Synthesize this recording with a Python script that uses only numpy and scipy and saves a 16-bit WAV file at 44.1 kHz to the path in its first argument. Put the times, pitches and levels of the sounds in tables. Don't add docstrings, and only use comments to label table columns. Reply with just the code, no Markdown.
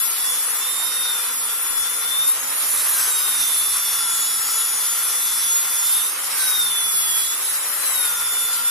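import sys
import numpy as np
from scipy import signal
from scipy.io import wavfile
from scipy.ndimage import uniform_filter1d

SR = 44100
rng = np.random.default_rng(int(sys.argv[2]) if len(sys.argv) > 2 else 0)


def to_wav(s):
    ch = np.atleast_2d(s).T
    pcm = np.round(np.clip(ch, -1, 1) * 32767)
    wavfile.write(sys.argv[1], SR, pcm.astype(np.int16))


def linear_from_db(decibels):
    return 10 ** (np.asarray(decibels, float) / 20)


N = 383669
STEP = 64

# start in seconds, armature speed this load settles to in turns per second [Hz].
PRESSES = [(0.0, 492.0), (0.09, 469.8), (0.21, 537.8), (0.29, 491.5), (0.52, 540.9), (0.69, 535.3),
           (0.85, 519.4), (1.06, 472.1), (1.24, 484.4), (1.37, 519.3), (1.45, 497.2), (1.53, 483.0),
           (1.77, 544.4), (1.85, 491.2), (1.93, 509.6), (2.08, 535.6), (2.17, 537.0), (2.28, 628.2),
           (2.37, 605.2), (2.53, 612.2), (2.79, 563.2), (2.91, 496.1), (3.05, 506.0), (3.34, 494.1),
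           (3.53, 498.9), (3.88, 483.8), (4.05, 480.1), (4.17, 485.0), (4.33, 484.2), (4.47, 502.5),
           (4.57, 496.0), (4.69, 505.3), (4.85, 501.8), (4.97, 495.1), (5.05, 500.7), (5.17, 505.8),
           (5.38, 461.8), (5.47, 519.0), (5.57, 495.4), (5.76, 531.6), (5.93, 508.8), (6.03, 619.5),
           (6.21, 605.7), (6.3, 510.2), (6.45, 476.5), (6.73, 472.7), (7.17, 501.0), (7.27, 590.5),
           (7.39, 605.3), (7.49, 600.8), (7.61, 619.0), (7.75, 527.4), (7.86, 465.6), (8.07, 504.6),
           (8.17, 498.3), (8.29, 500.5), (8.53, 484.1), (8.61, 521.9)]
INERTIA_S, HAND_S = 0.25, 0.04
SLACK_HZ, TIGHT_HZ = 598, 550
SLACK_DB, QUICK_LAG_S, SLOW_LAG_S = -15, 0.062, 0.092

PINION_TEETH, SECOND_MESH, SLOTS = 7, 2.76, 12
SECOND_PLAY = 0.34
# multiple of the turn, level at full torque in dB.
UNEVEN_TEETH = [(4, -52), (5, -58), (6, -57), (8, -57), (9, -51.5), (10, -50), (11, -43.5), (13, -60),
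                (15, -55), (16, -47), (17, -49), (18, -44), (19, -43), (20, -41), (22, -46), (23, -39),
                (24, -42), (25, -47), (26, -54), (27, -63), (28, -52), (30, -61)]
# pinion multiple, second mesh multiple, level at full torque in dB.
CROSS_TONES = [(0, 2, -56), (0, 3, -53), (1, -1, -55), (1, 1, -47), (2, -1, -47), (1, 3, -52), (2, 1, -54),
               (2, 3, -49)]
# time in seconds, mesh level in dB, its 2nd harmonic in dB, its 3rd in dB.
EARLY_STROKES = [
    [(0.0, -34, -29.5, -36), (0.1, -51.5, -68, -39.5), (0.2, -43, -55, -42), (0.3, -34.5, -34, -38),
     (0.44, -45, -42, -34), (0.54, -48.5, -42, -38), (0.63, -33.5, -47, -46), (0.75, -32.5, -46, -41),
     (0.85, -32, -42, -38), (0.96, -33, -46, -32), (1.08, -29, -45, -34), (1.3, -41, -45.5, -41)],
    [(1.38, -50, -52, -34), (1.5, -37.5, -43, -39), (1.6, -47, -41, -34), (1.68, -44.5, -41, -31),
     (1.8, -37.5, -43, -32.5), (2.01, -41.5, -45, -35), (2.13, -30, -40, -44), (2.22, -29, -39, -39),
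     (2.33, -37, -31, -26)],
    [(2.86, -39, -32.5, -24), (3.0, -45, -42, -33), (3.1, -40, -42, -37), (3.16, -32.5, -42, -63),
     (3.58, -35.5, -46, -22.5), (3.67, -33.5, -55, -28.5), (4.06, -35, -36, -27.5), (4.21, -36, -32.5, -31),
     (4.4, -40.5, -33.5, -34)],
]
# time in seconds, mesh level in dB,
# its 2nd harmonic in dB, its 3rd in dB.
LATE_STROKES = [
    [(4.5, -43, -38, -33), (4.62, -41.5, -34, -30), (4.75, -44, -38, -36), (4.9, -40, -39.5, -31),
     (5.25, -35.5, -42.5, -34), (5.43, -36.5, -42, -34), (5.73, -36, -40, -39), (5.88, -36.5, -32, -44),
     (5.97, -30.5, -35, -25), (6.03, -35.5, -37, -44.0), (6.1, -40, -45, -41)],
    [(6.32, -56, -20.5, -25.5), (6.41, -41, -45.0, -40), (6.53, -28.5, -47, -42), (6.65, -27.5, -36, -29.5),
     (6.92, -35.5, -57, -27.5), (7.1, -32, -60, -43), (7.34, -36.5, -33, -37), (7.42, -36, -31, -38)],
    [(7.79, -34, -28, -30), (7.88, -37.5, -35, -42), (8.0, -35, -36, -30), (8.06, -35.5, -36.5, -28),
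     (8.12, -38, -42, -53), (8.3, -36, -45, -35), (8.45, -28.5, -41.5, -30), (8.53, -37.5, -43, -42),
     (8.6, -51, -46, -53), (8.7, -31, -41, -36)],
]
# time in seconds, 2nd harmonic in dB, 3rd harmonic in dB.
STROKES_ASIDE = [
    [(0.0, -37, -31), (0.3, -40.5, -29.5), (0.54, -47, -33), (0.63, -40, -40.5), (0.81, -40, -40),
     (0.96, -29, -26), (1.08, -40, -28), (1.3, -38, -29)],
    [(1.38, -37, -32), (1.5, -38, -37), (1.68, -42, -30), (1.8, -44, -25), (2.01, -35, -35),
     (2.13, -34, -44), (2.22, -39, -36), (2.33, -32.0, -20)],
    [(2.86, -29, -28.0), (3.04, -44, -38), (3.16, -37, -44), (3.58, -47.5, -33), (3.67, -49.5, -36),
     (4.06, -38.5, -41), (4.21, -37.5, -42), (4.4, -41, -40)],
    [(4.5, -42, -44), (4.62, -46, -45), (5.25, -33, -38), (5.43, -35, -39), (5.73, -38.5, -39),
     (5.88, -28, -38.0), (5.97, -35.5, -24.5), (6.03, -33.0, -42), (6.1, -25.5, -25)],
    [(6.32, -25, -26.0), (6.41, -28, -36), (6.53, -37, -31), (6.65, -22, -26), (6.92, -30.5, -30),
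     (7.1, -28.5, -31), (7.34, -29, -23), (7.42, -29.5, -25.5)],
    [(7.79, -29.0, -18.5), (7.88, -41.5, -24), (7.94, -36, -20), (8.0, -38, -29), (8.06, -38.5, -38),
     (8.12, -40, -41), (8.45, -40.5, -32), (8.68, -43, -23)],
]
# time in seconds, level in dB.
SECOND_WHINE = [(0.0, -44), (0.45, -52), (0.6, -64), (1.2, -39.5), (2.05, -41.5), (2.25, -44), (3.0, -41),
                (3.2, -46.5), (3.7, -51), (4.05, -39.5), (4.5, -41), (4.85, -47), (5.1, -40.5), (5.35, -46),
                (5.5, -41.5), (5.75, -45), (5.92, -52), (6.25, -44), (6.42, -33), (6.55, -42), (6.8, -45.5),
                (7.1, -39.5), (7.9, -54), (8.1, -43.5), (8.6, -39), (8.7, -39)]
# time in seconds, level in dB.
SLOT_WHINE = [(0.0, -57), (0.9, -56), (2.2, -51), (2.4, -37.5), (2.8, -41), (3.2, -42), (4.3, -42),
              (5.0, -42), (5.9, -44), (6.2, -43), (6.5, -48), (7.4, -44), (8.7, -54)]
UNBALANCE_DB, UNBALANCE_DB_PER_100HZ = -58.5, 5
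GRIP_START_S, GRIP_END_S, GRIPPED_DB = 2.95, 7.4, -9

# time in seconds, gear case turned this way in dB,
# vents turned this way in dB, pinion left-right difference in dB, vents left-right difference in dB.
HOLD = [(0.0, -2, -1.5, 11, 8), (0.3, -1.5, 0.5, -24, -3), (0.55, -2.5, -0.5, 5, 6),
        (0.9, -1.5, -2, -7, -6.5), (1.15, -1, -0.5, -4, -0.5), (1.4, -3.5, -1, 16, 0.5),
        (1.68, -2.5, -1, 25, 4), (2.15, -2.5, -0.5, 8, -3.5), (2.36, -3, -4, -2, -4.5), (2.6, 1, 1, 6, -4),
        (2.92, 1.5, 3.5, 2, 0), (3.5, -0.5, 2, -14.5, -5), (4.0, 1, 0.5, 3.5, -0.5),
        (4.9, -0.5, 1, 1, -1.5), (5.4, -0.5, 1.5, -3, 0), (5.98, -0.5, 1, -4, -3.5),
        (6.17, -2.5, -4, -1, -3), (6.47, 1.5, 2.5, 1, -3), (6.75, -2, -0.5, -20, -0.5),
        (7.15, -0.5, 2.5, -13, -6), (7.3, 0, -2, -27, -4.5), (7.55, -2.5, 1.5, -14, -1.5),
        (7.75, -2, -2.5, -20, 1), (8.04, -0.5, 0, -7, 4), (8.15, -2, 0, -3, -1.5), (8.5, -1.5, -1, -6, 3.5),
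        (8.7, -2.5, -1.5, -5, 4)]
# frequency in Hz, level in dB per Hz.
CASING = [(180, -44), (300, -18.5), (481, -11), (593, -16), (1030, -2), (1320, 0.5), (1630, -5),
          (1960, -2.5), (2140, -4.5), (3080, -5.5), (3300, -13.5), (4290, -55), (7260, -120)]
ROAR_DB, ROAR_FACING = -34.5, 0.13
ROAR_DB_PER_100HZ = 2
ROAR_DB_BRAKING = 0.64
# frequency in Hz, level in dB per Hz.
VENTS = [(4590, -38), (7800, -6), (8540, -10.5), (9300, -5), (9970, 5), (10700, 3.5), (11800, 2),
         (12800, -6), (13500, -28), (14200, -14), (15000, -10), (15900, -19)]
HISS_DB, SWAY_DB, SWAY_PER_S = -21.5, 3.5, 2.3

# frequency in Hz, level in dB per Hz.
BRISTLES = [(1500, -17), (2600, -15), (3600, 0), (4400, -4), (5500, 0), (6050, -0.5), (6450, -6),
            (7600, -3.5), (8600, -2), (10000, -21)]
RAKE_DB = -33
SQUARE_START_S, SQUARE_END_S, SQUARE_NARROWS = 2.6, 5.96, 0.44
# frequency in Hz, level in dB per Hz.
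THRUM = [(20, -14), (30, -3), (90, -8.5), (160, 0), (210, -6), (260, -24)]
# time in seconds, level in dB.
DIG = [(0.0, -3), (0.7, -11), (1.3, -9), (2.0, -5), (2.7, -1), (3.2, -1), (3.8, 3), (4.4, 4), (5.0, -3),
       (5.6, 3), (6.2, -11), (6.7, 4), (7.2, 1), (7.6, -8), (8.1, 3), (8.7, 2)]
THRUM_DB, THRUM_LIFTED_DB, THRUM_WANDER_DB = -64, -2.5, 1.5

# frequency in Hz, level in dB per Hz.
YARD = [(110, -54), (190, -16.5), (226, 3.5), (253, -28), (308, -4.5), (500, -3.5), (650, -26),
        (1100, -120)]
YARD_DB = -53.5
# frequency in Hz, width in Hz, level in dB.
FAR_HUM = [
    (159, 8.7, -69.5),
    (257.3, 9.8, -62.5),
]

# frequency in Hz, left-right correlation [-1 to 1].
LIKENESS = [(30, 0.4), (60, 0.57), (130, 0.97), (290, 0.97), (640, 0.87), (1410, 0.68), (3100, 0.00067),
            (6820, 0.11), (15000, -0.13)]
LEFT_BRIGHT_HZ, LEFT_BRIGHT = 12600, 0.38
# frequency in Hz, threshold over the band level in dB.
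THINNING = [(900, -25), (1500, -10), (2200, -1), (2900, 2), (3600, 0), (4400, 3.7), (6500, 4.6),
            (8600, 4.7), (10500, 4.1), (12500, 4.3), (13400, 6.5), (14500, 4.3)]


def rms_one(x):
    return x / np.sqrt(np.mean(x ** 2) + 1e-20)


def in_time(rows):
    s, *columns = np.transpose(rows)
    return [np.interp(np.arange(N) / SR, s, c) for c in columns]


def at_hz(points, hz):
    table_hz, level = np.transpose(points)
    return np.interp(np.log(hz), np.log(table_hz), level)


def fine(control):
    return np.interp(np.arange(N) / STEP, np.arange(len(control)), control)


def coarse(curve):
    return np.interp(np.arange(N // STEP + 2) * STEP, np.arange(N), curve)


def coarse_drift(rate):
    r = np.exp(-2 * np.pi * STEP * rate / SR)
    noise = rng.standard_normal(N // STEP + 2002)
    return rms_one(signal.lfilter([1], [1, -2 * r, r * r], noise)[2000:])


def drift(rate):
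    return fine(coarse_drift(rate))


def lag(x, seconds):
    r = np.exp(-STEP / SR / seconds)
    return signal.lfilter([1 - r], [1, -r], x - x[0]) + x[0]


def pan(db):
    return linear_from_db(np.reshape(db, (1, -1)) * [[0.5], [-0.5]])


def coloured(exciter, spectrum, patchy_db, count=4):
    out, together = 0, drift(21.0)
    edges = 20 * 2 ** np.arange(0, 9.9, 1 / count)
    for k, (low, high) in enumerate(zip(edges, edges[1:])):
        hz = np.sqrt(low * high)
        if spectrum[0][0] < hz < spectrum[-1][0]:
            band = signal.butter(2, [low, high], "band", fs=SR, output="sos")
            mid, side = signal.sosfilt(band, exciter[k % 2])
            alike = np.clip(at_hz(LIKENESS, hz), -1, 1)
            gain = linear_from_db(at_hz(spectrum, hz) + patchy_db * (0.71 * together + drift(6.1)))
            out = out + gain * (np.sqrt(1 + alike) * mid + np.sqrt(1 - alike) * side * [[1], [-1]])
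    return rms_one(out)


def motor():
    s, settles_hz = np.transpose(PRESSES)
    now = np.arange(N // STEP + 2) * STEP / SR
    load_hz = settles_hz[np.searchsorted(s, now, side="right") - 1]
    quick_hz = lag(lag(load_hz, QUICK_LAG_S / 2), QUICK_LAG_S / 2)
    seated_hz = np.maximum(lag(load_hz, SLOW_LAG_S), quick_hz)
    bearing = np.clip((SLACK_HZ - seated_hz) / (SLACK_HZ - TIGHT_HZ), 0, 1)
    return lag(lag(load_hz, HAND_S), INERTIA_S), bearing


def whines(turns_hz, bearing):
    float_db = SLACK_DB * (1 - bearing)
    pinion = in_time(np.concatenate(EARLY_STROKES + LATE_STROKES))
    aside = in_time(np.concatenate(STROKES_ASIDE))
    meshes_db = np.array([coarse(c) for c in in_time(SECOND_WHINE) + pinion + aside]) + float_db
    s = np.arange(len(turns_hz)) * STEP / SR
    gripped = lag(1.0 * (s > GRIP_START_S) * (s < GRIP_END_S), 0.12)
    unbalance_db = UNBALANCE_DB + UNBALANCE_DB_PER_100HZ * (turns_hz - 500) / 100
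    unbalance_db = unbalance_db + GRIPPED_DB * gripped * bearing
    return float_db, unbalance_db, coarse(*in_time(SLOT_WHINE)), *meshes_db


def tone(angle, multiple, mid_db, side_db, wander_db, lean=0, aside_db=6.0, loose=0.058):
    play = loose * multiple * coarse_drift(30.0) + rng.uniform(0, 2 * np.pi)
    flutter_db = 1.7 * coarse_drift(35.0)
    mid_gain = fine(linear_from_db(mid_db + flutter_db + wander_db * coarse_drift(2.5)))
    mid = mid_gain * np.sin(multiple * angle + fine(play))
    turn = play + 1.7 * coarse_drift(1.06)
    side_gain = fine(linear_from_db(side_db + flutter_db + aside_db * coarse_drift(3.2)))
    side = side_gain * np.cos(multiple * angle + fine(turn)) + lean * mid
    return np.sqrt(2) * np.array([mid + side, mid - side])


def gears(angle, whines_db, pinion_pan_db, facing_db):
    float_db, unbalance_db, slot_db, second_db, *mesh_db, aside2_db, aside3_db = whines_db
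    pinion_lean = np.tanh(pinion_pan_db / 14)
    out = tone(angle, 1, unbalance_db + 2.0, unbalance_db - 30, wander_db=0.1, lean=0.11)
    out += tone(angle, SECOND_MESH, second_db + 1.0, second_db - 5.5, wander_db=3.0, lean=0.2,
                loose=SECOND_PLAY)
    out += tone(angle, PINION_TEETH, mesh_db[0] + 0.9, mesh_db[0] - 8, wander_db=1.0, aside_db=0.5,
                lean=pinion_lean)
    out += tone(angle, 2 * PINION_TEETH, mesh_db[1] + 0.3, aside2_db - 0.6, wander_db=3.5, aside_db=5.5)
    out += tone(angle, 3 * PINION_TEETH, mesh_db[2] + 0.33, aside3_db - 0.6, wander_db=0.5, aside_db=6.5)
    out += tone(angle, SLOTS, slot_db, slot_db - 1.5, wander_db=1.5, aside_db=2.5)
    torque_db = 0.74 * float_db + 2.0 * facing_db
    for multiple, db in UNEVEN_TEETH:
        level_db = db + torque_db
        out += tone(angle, multiple, level_db - 0.5, level_db - 1, wander_db=1.8, aside_db=2.5)
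    for first, second, db in CROSS_TONES:
        multiple = first * PINION_TEETH + second * SECOND_MESH
        level_db = db + torque_db
        out += tone(angle, multiple, level_db + 0.6 * facing_db, level_db - 4, wander_db=2.0, aside_db=2.5)
    return out


def casing(roar_db):
    roar = coloured(rng.standard_normal((2, 2, N)), CASING, patchy_db=1.27, count=6)
    return linear_from_db(roar_db + 0.96) * roar * pan(0.93)


def vents(angle, hiss_db, pan_db):
    throb = 1 + 0.11 * np.sin(angle)
    hiss = coloured(rng.standard_normal((2, 2, N)), VENTS, patchy_db=0.71, count=8)
    return linear_from_db(hiss_db) * throb * hiss * pan(pan_db)


def bristles(rake_db):
    shape = (2, 2, N)
    struck = rng.random(shape) < 9000 / SR
    snaps = struck * linear_from_db(1.06 * rng.exponential(1, shape)) * rng.choice([-1, 1], shape)
    rake = coloured(snaps, BRISTLES, patchy_db=2.0, count=6)
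    s = np.arange(N // STEP + 2) * STEP / SR
    narrow = SQUARE_NARROWS * fine(lag(1.0 * (s > SQUARE_START_S) * (s < SQUARE_END_S), 0.15))
    rake = rake + narrow * (rake.mean(axis=0) - rake)
    return linear_from_db(rake_db + 4.5 + 0.98 * narrow) * rake * pan(-0.19)


def board(bearing):
    thrum = coloured(rng.standard_normal((2, 2, N)), THRUM, patchy_db=3.0, count=3)
    lifted_db = THRUM_LIFTED_DB * (1.5 - fine(bearing))
    level_db = THRUM_DB + in_time(DIG)[0] + lifted_db + THRUM_WANDER_DB * drift(8.5)
    return linear_from_db(level_db) * thrum * pan(1.2)


def yard():
    rumble = coloured(rng.standard_normal((2, 2, N)), YARD, patchy_db=-2.0)
    out = linear_from_db(YARD_DB - 4.5) * rumble * pan(6.7)
    for hz, width_hz, db in FAR_HUM:
        r = np.exp(-np.pi * width_hz / SR)
        poles = [1, -2 * r * np.cos(2 * np.pi * hz / SR), r * r]
        hum = rms_one(signal.lfilter([1, 0, -1], poles, rng.standard_normal(N)))
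        out += linear_from_db(db + 2.0 * drift(0.79)) * hum
    return out


def scene():
    turns_hz, bearing = motor()
    angle = 2 * np.pi * np.cumsum(fine(turns_hz)) / SR
    facing_db, vents_db, pinion_pan_db, vent_pan_db = in_time(HOLD)
    roar_db = ROAR_DB + ROAR_FACING * facing_db + ROAR_DB_PER_100HZ * (fine(turns_hz) - 500) / 100
    braking = np.maximum(-np.gradient(turns_hz) * SR / STEP, 0)
    roar_db += ROAR_DB_BRAKING * fine(braking) / 100
    drill = gears(angle, whines(turns_hz, bearing), pinion_pan_db, coarse(facing_db))
    drill += casing(roar_db)
    drill += vents(angle, HISS_DB + vents_db, vent_pan_db + SWAY_DB * drift(SWAY_PER_S))
    drill += bristles(RAKE_DB + facing_db)
    return drill + board(bearing) + yard()


def thinned(x):
    n, k = np.arange(2048)[:, None], np.arange(1024)
    window = np.sin(np.pi * (n + 0.5) / 2048)
    basis = window * np.cos(np.pi / 1024 * (n + 512.5) * (k + 0.5)) / np.sqrt(512)
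    padded = np.pad([x[0] + x[1], x[0] - x[1]], [(0, 0), (1024, 2048 - N % 1024)]).reshape(2, -1, 1024)
    lines = np.concatenate([padded[:, :-1], padded[:, 1:]], axis=2) @ basis
    band = np.where(k < 256, k // 16, 8 + k // 32)
    member = (band[:, None] == band) / np.bincount(band)[band]
    around = np.mean(lines ** 2, axis=0) @ member
    luck = rng.standard_normal(lines.shape)[:, :, band]
    threshold_db = at_hz(THINNING, (k + 0.5) * SR / 2048) + 1.3 * luck
    kept = lines * (lines ** 2 > around * linear_from_db(threshold_db) ** 2)
    left_over = uniform_filter1d(np.mean(kept ** 2, axis=0) @ member, size=9, axis=0)
    before = uniform_filter1d(around, size=9, axis=0)
    restore = np.sqrt(before / (left_over + 0.18 * before + 1e-20))
    frames = kept * restore @ basis.T
    mid, side = (frames[:, :-1, 1024:] + frames[:, 1:, :1024]).reshape(2, -1)[:, :N] / 2
    return np.array([mid + side, mid - side])


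def roll_off(x):
    return signal.sosfilt(signal.butter(12, 16440, fs=SR, output="sos"), x)


def record(dry):
    bright = signal.butter(2, LEFT_BRIGHT_HZ, "high", fs=SR, output="sos")
    treble = signal.sosfiltfilt(bright, dry)
    heard = dry + LEFT_BRIGHT * treble * [[1], [-1]]
    top = signal.cheby2(16, 60, 15820, fs=SR, output="sos")
    mix = signal.sosfilt(top, thinned(heard))
    return roll_off(mix)


dry = scene()
out = record(dry)
to_wav(out)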